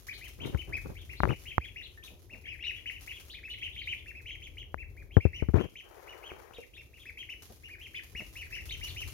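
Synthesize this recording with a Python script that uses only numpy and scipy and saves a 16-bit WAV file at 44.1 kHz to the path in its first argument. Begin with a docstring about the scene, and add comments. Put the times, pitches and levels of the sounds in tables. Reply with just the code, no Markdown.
"""Ducklings in a plastic brooder tub in a small room, near a hand-held stereo microphone; faint rumble and hiss behind.
From the start they peep over one another, each a short whistle arching up and down, and crackle the straw underfoot.
Early on a finger bumps and rubs the microphone; things in the tub ring briefly and feet pat between the bumps.
Past the middle harder bumps swing the left port, then the finger covers it and creeps across with a rustle.
Peeps, pats and snaps of straw carry on afterwards, and the low rumble swells towards the end."""
import sys
import numpy as np
from scipy import signal
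from scipy.fft import rfft, irfft
from scipy.io import wavfile
from scipy.ndimage import uniform_filter1d, map_coordinates

SR = 44100
rng = np.random.default_rng(int(sys.argv[2]) if len(sys.argv) > 2 else 0)


def store_pcm(level_fs):
    """Save levels as 16-bit WAV."""
    pcm = np.round(np.clip(level_fs, -1, 1) * 32767).astype(np.int16)
    wavfile.write(sys.argv[1], SR, np.atleast_2d(pcm).T)


N = 402633
TIME = np.arange(N) / SR

# Levels in the tables are relative: each layer may trim them, and the tub adds its echoes.
# room background spectrum: pitch_hz [Hz], level_db [dB]
AIR_COLOUR = [(20, -43.5), (45, 4), (85, 3.5), (200, -18.5), (350, -11), (600, -23), (1100, -35),
              (4000, -52), (8000, -59)]
# swell of the low rumble: start_s [s], level_db [dB]
RUMBLE = [(0, -53.5), (.8, -40), (1.9, -52), (3.5, -51.5), (5.4, -44.5), (5.8, -54), (7.9, -57.5),
          (8.8, -40.5), (9.13, -36.5)]

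# finger lying on the left port: start_s [s], end_s [s]
COVERED = (5.54, 6.723)
# finger sliding over that port: start_s [s], end_s [s]
CREEP = (5.82, 6.6)
# rustle of skin across the port: pitch_hz [Hz], level_db [dB]
SKIN_COLOUR = [(200, -48), (360, -19.5), (900, -24.5), (2200, -33), (3800, -50), (15000, -44)]
# finger bumps on the microphone: start_s [s], thump_db [dB], snap_db [dB], left_minus_right_db [dB]
KNOCKS = [(0.5474, -15.5, -19.5, 20), (1.204, -22.5, -11, 8), (1.2343, -21, -4.5, 20),
          (1.2393, -16.5, -12, 23), (1.254, -29, -12.5, 16), (1.307, -46, -15.5, 6),
          (1.5821, -24.5, -4, -7), (4.7435, -34.5, -15.5, 34.5), (5.168, -2.5, -8, 63),
          (5.253, -9.5, -24, 36), (5.424, -16.5, -25, 49), (5.487, -14.5, -26, 47), (5.542, -8, -21, 45),
          (6.318, -47, -27.5, 36), (6.51, -72, -35.5, 28), (8.151, -35, -59, 5), (8.205, -50, -36.5, 32)]
# finger slides on the casing: start_s [s], length_s [s], level_db [dB], left_minus_right_db [dB]
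RUBS = [(0.382, 0.24, -42.5, 3), (0.676, 0.12, -48.5, 2.5), (0.847, 0.092, -44, 4),
        (1.231, 0.12, -32.5, 10), (5.536, 0.14, -29, 39), (5.657, 0.17, -62, 25)]
# scuff of skin on the casing: pitch_hz [Hz], level_db [dB]
RUB_COLOUR = [(30, -15.5), (120, 0.5), (200, -10), (380, -6), (700, -20), (1500, -28), (5000, -55)]
CASE_LAG_S = 0.0009  # a bump runs through the casing and reaches the left port this much later

# small things nudged in the tub: start_s [s], pitch_hz [Hz], peak_db before the decay [dB], decay_s [s]
RINGS = [(1.975, 1803, -50.5, 0.016), (6.316, 387, -39, 0.0069), (6.585, 485, -37.5, 0.0055)]
# webbed feet patting on the feed dish and the floor: start_s [s], length_s [s], level_db [dB]
PATS = [(2.087, 0.12, -63.5), (2.313, 0.095, -60), (7.494, 0.044, -57.5), (8.193, 0.065, -55.5)]
# dull slap of a soft sole: pitch_hz [Hz], level_db [dB]
PAT_COLOUR = [(150, 13), (350, 10.5), (750, 5), (1300, -11.5), (2500, -14.5)]

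# fidgeting of the brood between steps: start_s [s], level_db [dB]
FIDGET = [(0, -61), (2.3, -66.5), (3.0, -63), (4.15, -65), (4.6, -71.5), (6.5, -65), (7.7, -63.5),
          (8.4, -57.5), (9.13, -52)]
# flurries of steps in the straw: start_s [s], length_s [s], level_db [dB]
STEPS = [(0.03, 0.17, -72), (0.419, 0.064, -57.5), (0.68, 0.23, -61), (1.085, 0.4, -58.5),
         (2.05, 0.0073, -54), (2.984, 0.28, -54), (7.383, 0.14, -59.5), (8.153, 0.041, -51.5)]
STEP_ATTACK_S, STEP_SETTLE_S = 0.014, 0.033  # stalks give way quickly and settle more slowly
# sharp snaps of straw and pecks: start_s [s], level_db at the onset [dB]
SNAPS = [(0.069, -52), (0.185, -56), (0.2452, -56.5), (0.281, -53), (0.46, -53.5), (2.039, -56),
         (7.4222, -53.5), (8.035, -57), (8.6573, -54), (8.8388, -47), (8.9478, -55), (9.076, -47.5)]
# brightness of straw: pitch_hz [Hz], level_db [dB]
STRAW_COLOUR = [(500, 1.5), (4000, 2.5), (6500, 4), (12500, 9), (15500, 1)]

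# one row a peep: start_s [s], length_s [s], top_hz [Hz], level_db [dB]
PEEPS = [(0.082, 0.054, 2500, -37), (0.125, 0.062, 4370, -46), (0.207, 0.072, 2546, -44),
         (0.228, 0.073, 3110, -47), (0.398, 0.056, 3180, -42), (0.418, 0.087, 3726, -46.5),
         (0.572, 0.055, 3063, -42.5), (0.722, 0.065, 2550, -33.5), (0.948, 0.043, 2340, -51),
         (0.966, 0.071, 3510, -48), (1.092, 0.048, 2800, -40.5), (1.151, 0.08, 4240, -48.5),
         (1.283, 0.06, 2984, -39.5), (1.453, 0.057, 3020, -47), (1.466, 0.061, 3204, -38),
         (1.602, 0.06, 2540, -43.5), (1.63, 0.065, 3380, -45), (1.758, 0.062, 2894, -40.5),
         (1.812, 0.062, 3900, -43.5), (2.025, 0.06, 3790, -47.5), (2.295, 0.058, 2784, -45.0),
         (2.437, 0.07, 3265, -48.5), (2.449, 0.084, 2880, -44.5), (2.464, 0.095, 2616, -40.5),
         (2.589, 0.081, 2780, -43), (2.59, 0.059, 3320, -55), (2.627, 0.053, 3930, -44.5),
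         (2.632, 0.084, 2926, -32.5), (2.667, 0.044, 2795, -38.5), (2.735, 0.054, 2925, -40.5),
         (2.743, 0.072, 3330, -49.0), (2.857, 0.046, 3005, -33.5), (2.909, 0.074, 2980, -44.5),
         (3.074, 0.05, 2934, -38), (3.105, 0.087, 3380, -45), (3.297, 0.061, 4200, -44.0),
         (3.333, 0.065, 2514, -47.5), (3.43, 0.056, 2630, -41.5), (3.482, 0.067, 2990, -43),
         (3.499, 0.051, 4150, -42), (3.578, 0.084, 3270, -45), (3.617, 0.061, 3080, -36),
         (3.622, 0.059, 3104, -34.5), (3.706, 0.073, 3550, -46.5), (3.761, 0.063, 3165, -35.5),
         (3.776, 0.094, 4140, -49.5), (3.871, 0.067, 3104, -33.0), (3.955, 0.073, 3490, -52.5),
         (4.059, 0.06, 2720, -42.5), (4.143, 0.066, 2634, -43), (4.255, 0.058, 3050, -38.5),
         (4.286, 0.074, 3246, -42.5), (4.418, 0.059, 3320, -42.5), (4.569, 0.064, 3240, -42.5),
         (4.774, 0.064, 2680, -43.5), (4.964, 0.066, 2476, -49.5), (5.106, 0.077, 3240, -51.5),
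         (5.2, 0.071, 2785, -43.5), (5.33, 0.081, 2956, -39.0), (5.583, 0.069, 3210, -42.5),
         (5.754, 0.058, 3190, -41.5), (6.072, 0.068, 2964, -45.5), (6.226, 0.09, 3217, -46),
         (6.532, 0.044, 3680, -47), (6.566, 0.078, 2780, -50), (6.734, 0.051, 3640, -47.5),
         (6.764, 0.058, 2730, -46.5), (6.932, 0.052, 2896, -51), (6.982, 0.056, 3550, -51.5),
         (7.054, 0.052, 2615, -41.5), (7.172, 0.062, 3200, -41), (7.288, 0.053, 2974, -38),
         (7.632, 0.057, 2920, -46), (7.688, 0.071, 2507, -42.0), (7.782, 0.048, 2540, -49),
         (7.803, 0.07, 3206, -43), (7.938, 0.064, 2546, -36), (7.945, 0.034, 3510, -43),
         (7.954, 0.045, 3060, -42.0), (8.149, 0.067, 2860, -37.5), (8.353, 0.082, 2960, -40.5),
         (8.413, 0.06, 2300, -49.5), (8.507, 0.064, 2650, -40.5), (8.525, 0.068, 2874, -36),
         (8.574, 0.054, 2780, -47), (8.689, 0.046, 4020, -39.5), (8.707, 0.049, 3163, -36),
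         (8.809, 0.081, 2914, -39), (8.87, 0.045, 4060, -42.5), (8.96, 0.08, 3086, -36)]
# second harmonic, an octave above the whistle and fainter: start_s [s], level_db [dB]
OVERTONE = [(0, -22.5), (4.2, -26.5), (4.42, -13), (4.8, -35), (5.3, -17), (7.9, -22.5), (8.5, -13),
            (9.1, -11)]
# the small throat lets out little of the lowest and highest pitches: pitch_hz [Hz], level_db [dB]
THROAT = [(1400, -13), (2250, -1.5), (4000, -5)]
# the brood keeps to the left: start_s [s], left_minus_right_db [dB]
BROOD_SIDE = [(2.2, 5), (2.75, 6), (3.3, 2.5), (9, 3)]
RISE_SHARE = 0.46  # part of a peep spent rising
USUAL_TOP_HZ, STRAIN = 2862, 4  # roughness grows as this power of the top pitch: high peeps are hoarse
# the other side of the syrinx joins in: pitch ratio, level in dB, share of pitch jitter
TWIN_RATIO, TWIN_DB, TWIN_JITTER = 1.29, -32.5, 0.034
NEAR_DB, NEARNESS = -42, 0.08  # louder peeps echo very slightly less: dB of echo lost per dB above NEAR_DB

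# the tub rings loudest near the top of a peep: pitch_hz [Hz], level_db [dB]
TAIL_COLOUR = [(1800, -3), (3000, 1), (4200, -0.5)]
ROOM_T60 = 0.34  # s
PORT_LAG_S = 0.0001  # sound from the tub is held back this much at the right port, plus a small chance shift
# a notch of the microphone port: pitch_hz [Hz], level_db [dB]
MIC_COLOUR = [(6700, 1.5), (7900, -10.5), (10000, -3.5)]
EDGE_HZ = 15900  # upper band limit


def gain_of(db):
    """Decibels to amplitude."""
    return 10 ** (np.asarray(db) / 20)


def evened(x):
    """Scales to rms 1."""
    return x / np.sqrt(np.mean(x ** 2) + 1e-20)


def follow(points, s):
    """Reads a course of levels at time s."""
    return np.interp(s, *np.transpose(points))


def read(points, hz):
    """Reads a spectrum on a log-frequency axis."""
    f, value = np.transpose(points)
    return np.interp(np.log(hz + 1), np.log(f), value)


def coloured(x, points):
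    """Filters by a spectrum in dB."""
    size = x.shape[-1]
    gains = gain_of(read(points, np.fft.rfftfreq(size, 1 / SR)))
    return irfft(rfft(x) * gains, size)


def lowpass(x, hz, order=2):
    """Causal low-pass."""
    return signal.sosfilt(signal.butter(order, hz, fs=SR, output="sos"), x)


def wander(size, hz):
    """Smooth chance of rms about 1 that takes a new value hz times a second."""
    at = np.arange(size) * hz / SR
    values = rng.standard_normal(size // 16 + 4)
    return map_coordinates(values, [at], order=1, mode="wrap") * np.sqrt(3 / 2)


def panned(x, side_db):
    """Left and right that differ by side_db, with gains of mean power 1."""
    gains = gain_of([[side_db / 2], [-side_db / 2]])
    return evened(gains) * x


def add(mix, s, sound):
    """Mixes a sound in at time s."""
    part = mix[..., max(round(s * SR), 0):][..., :sound.shape[-1]]
    part += sound[..., :part.shape[-1]]


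def brooder(x, walls_db, room_db, walls_s=0.012):
    """Direct sound, quick echoes off the tub walls and the tail of the room, for one spot in the tub."""
    t = np.arange(SR // 2) / SR
    tail = coloured(rng.standard_normal((2, len(t))), TAIL_COLOUR) * gain_of(-60 * t / ROOM_T60)
    tail *= np.minimum(t / walls_s, 1)
    response = gain_of(room_db) * tail / np.linalg.norm(tail[0])
    for ear, lag_s in zip(response, (0, PORT_LAG_S)):
        delays = rng.uniform(0.15, 1, size=8) * walls_s
        echoes = rng.choice([-1, 1], len(delays)) / np.sqrt(len(delays))
        ear[(delays * SR).astype(int)] += gain_of(walls_db) * echoes
        ear[int(lag_s * SR) + rng.integers(5)] += 1  # direct sound
    return signal.oaconvolve(x * np.ones((2, 1)), response, axes=1)[:, :N]


def air(hiss_db=-73, upper_db=-55):
    """Low rumble that swells, the steady air of the room, and a thin high hiss."""
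    noise = evened(coloured(rng.standard_normal((2, N)), AIR_COLOUR))
    low = coloured(noise, [(130, -4.5), (260, -16.5)])
    rumble = low * gain_of(follow(RUMBLE, TIME) + 1.0 * wander(N, 4.4))
    hiss_colour = [(8000, -27.5), (11500, -1.5), (16000, -4.0)]
    hiss = evened(coloured(rng.standard_normal((2, N)), hiss_colour))
    room = rumble + gain_of(upper_db) * (noise - low)
    shared = (room + 0.42 * room[::-1]) / np.sqrt(2)  # each port hears some of the other side
    return panned(shared, 4.4) + gain_of(hiss_db) * hiss


def finger_on_port(background, skin_db=-49.5, sealed_db=-22):
    """The finger seals the left port against the background, rests, then creeps across with a fine, even rustle."""
    start, end = COVERED
    sealed = uniform_filter1d(((TIME > start) & (TIME < end)) * 1., SR // 50)
    slips = rng.standard_normal(N) * gain_of(2.2 * wander(N, 400) + 1.2 * wander(N, 45))
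    progress = np.clip((TIME - CREEP[0]) / (CREEP[1] - CREEP[0]), 0, 1)
    stroke = np.sqrt(np.maximum(np.sin(np.pi * progress), 0))
    rustle = gain_of(skin_db) * evened(coloured(slips, SKIN_COLOUR)) * stroke
    left = background[0] * gain_of(sealed_db * sealed) + rustle
    return np.array([left, background[1]])


def rubs(grit_db=3.5, lump_db=2.8):
    """Skin sticks and slips on the casing: a low, lumpy scuffing that fades as the finger slows."""
    out = np.zeros((2, N))
    for s, length, db, side_db in RUBS:
        lumps_db = grit_db * wander(SR // 2, 305.4) + lump_db * wander(SR // 2, 92.3)
        slips = rng.standard_normal((2, SR // 2)) * gain_of(lumps_db)
        u = np.linspace(0, 1, int(length * SR))
        stroke = abs(np.sin(np.pi * np.sqrt(u))) ** 0.73
        scuff = evened(coloured(slips, RUB_COLOUR)[:, :len(u)] * stroke)
        add(out, s, panned(gain_of(db) * scuff, side_db))
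    return out


def knocks(thump_hz=61, thump_s=0.014, press_s=0.00027, stiffening=0.62, case_hz=720, case_s=0.00021,
           case_db=4, tick_db=-27, scuff_db=-11, scuff_s=0.0076):
    """A bump snaps the casing with a tick, scuffs skin and squeezes the port air: a low swing, quicker if harder."""
    out, t = np.zeros((2, N)), np.arange(SR // 8) / SR
    for s, thump_db, snap_db, side_db in KNOCKS:
        quick = t * (1 + stiffening * gain_of(thump_db))
        bent = quick + 0.0067 * (1 - np.exp(-quick / 0.0014))  # the pitch starts high and sinks
        swing = np.sin(2 * np.pi * thump_hz * bent) * np.exp(-quick / thump_s)
        scuff = evened(coloured(rng.standard_normal(len(t)), RUB_COLOUR)) * np.exp(-t / scuff_s)
        snap = gain_of(snap_db + case_db) * np.cos(2 * np.pi * case_hz * t) * np.exp(-t / case_s)
        press = 1 - np.exp(-t / press_s)
        thump = gain_of(thump_db - 2) * (swing + gain_of(scuff_db) * scuff) * press
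        bump = lowpass(thump + snap, 1850, order=6) + gain_of(tick_db) * snap
        left, right = panned(bump, side_db)
        add(out[0], s, left)
        add(out[1], s - CASE_LAG_S, right)
    return out


def rings():
    """One dying mode for each nudged thing in the tub."""
    out, t = np.zeros(N), np.arange(SR // 4) / SR
    for s, hz, db, decay_s in RINGS:
        add(out, s, gain_of(db) * np.sin(2 * np.pi * hz * t) * np.exp(-t / decay_s))
    return brooder(out, walls_db=0, room_db=1.0)


def pats(grit_db=3.0):
    """Soft soles slap and shuffle: dull, grainy puffs."""
    out = np.zeros(N)
    for s, length, db in PATS:
        u = np.linspace(0, 1, int(length * SR))
        grains = rng.standard_normal(SR // 2) * gain_of(grit_db * wander(SR // 2, 138.0))
        puff = coloured(grains, PAT_COLOUR)[:len(u)] * np.sin(np.pi * np.sqrt(u))
        add(out, s, gain_of(db) * evened(puff))
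    return brooder(out, walls_db=-1.5, room_db=-22)


def treading():
    """How hard the straw is stirred: slowly varying fidgeting, and flurries of steps that rise, hold and settle."""
    power = gain_of(follow(FIDGET, TIME)) ** 2
    for s, length, db in STEPS:
        t = np.arange(int((length + 1 / 2) * SR)) / SR
        attack = np.minimum(t / STEP_ATTACK_S, 1)
        settle = np.exp(-np.maximum(t - length, 0) / STEP_SETTLE_S)
        add(power, s, (gain_of(db) * attack * settle) ** 2)
    return np.sqrt(power)


def straw(level_db=-5.0, snap_db=5, per_s=1100, spread_db=7, snap_s=0.0031):
    """Stalks crackle in chance clicks under webbed feet; now and then one snaps or a bill strikes."""
    sizes = gain_of(spread_db * np.minimum(rng.exponential(1, N), 4))
    cracks = sizes * (rng.random(N) < per_s / SR) * rng.standard_normal((2, N))
    crackle = evened(coloured(cracks, STRAW_COLOUR)) * gain_of(level_db) * treading()
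    snaps, t = np.zeros((2, N)), np.arange(SR // 50) / SR
    for s, db in SNAPS:
        burst = rng.standard_normal((2, len(t))) * np.exp(-t / snap_s)
        add(snaps, s, gain_of(db + snap_db) * burst)
    return brooder(crackle + coloured(snaps, STRAW_COLOUR), walls_db=1.0, room_db=2)


def peep(length, top_hz, overtone_db, depth=0.43, arch=2.45, jitter=0.013, flutter_db=3.2, rasp_db=-21,
         third_db=-36):
    """A whistle arching with the drive of the syrinx: clean flanks, overtones and roughness at the top."""
    t = np.arange(int(length * SR)) / SR
    rise = length * RISE_SHARE
    from_top = np.where(t < rise, 1 - t / rise, (t - rise) / (length - rise))
    drive = 1 - from_top ** arch
    hz = top_hz * (1 - depth * (1 - drive))
    rough = (top_hz / USUAL_TOP_HZ) ** STRAIN * drive ** 2
    waver, twin_waver = (wander(SR // 4, 693)[:len(t)] for _ in range(2))
    flutter = wander(SR // 4, 209.6)[:len(t)]
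    rasp = 1 + gain_of(rasp_db) * rough * wander(SR // 4, 1700)[:len(t)]
    phase = 2 * np.pi * np.cumsum(hz * (1 + jitter * rough * waver)) / SR
    twin_hz = TWIN_RATIO * hz * (1 + TWIN_JITTER * twin_waver)
    twin = np.sin(2 * np.pi * np.cumsum(twin_hz) / SR)
    harmonics = gain_of(overtone_db) * np.sin(2 * phase) + gain_of(third_db) * np.sin(3 * phase)
    tone = np.sin(phase) + drive ** 2 * (harmonics + gain_of(TWIN_DB) * twin)
    loudness = gain_of(flutter_db * flutter + read(THROAT, hz))
    return tone * rasp * loudness * signal.windows.tukey(len(t), 0.09)


def ducklings(level_db=-2.5, walls_db=-7.0, room_db=-4.0):
    """Each peep has its own spot in the tub; louder ones echo very slightly less."""
    out = np.zeros((2, N))
    for s, length, top_hz, db in PEEPS:
        call = gain_of(db + level_db) * peep(length, top_hz, follow(OVERTONE, s))
        echo_db = NEARNESS * (NEAR_DB - db)
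        placed = panned(call, follow(BROOD_SIDE, s))
        add(out, s, brooder(placed, walls_db + echo_db, room_db + echo_db))
    return out


def scene():
    """Room and the hand on the microphone, then bedding and birds."""
    hand = finger_on_port(air()) + rubs() + knocks()
    return hand + rings() + pats() + straw() + ducklings()


def record(dry):
    """Microphone colour, full-scale limit, then the band limit."""
    limited = np.clip(coloured(dry, MIC_COLOUR), -1, 1)
    band = signal.firwin(511, EDGE_HZ, window=("kaiser", 9), fs=SR)
    return signal.oaconvolve(limited, band[None], "same")


dry = scene()
out = record(dry)
store_pcm(out)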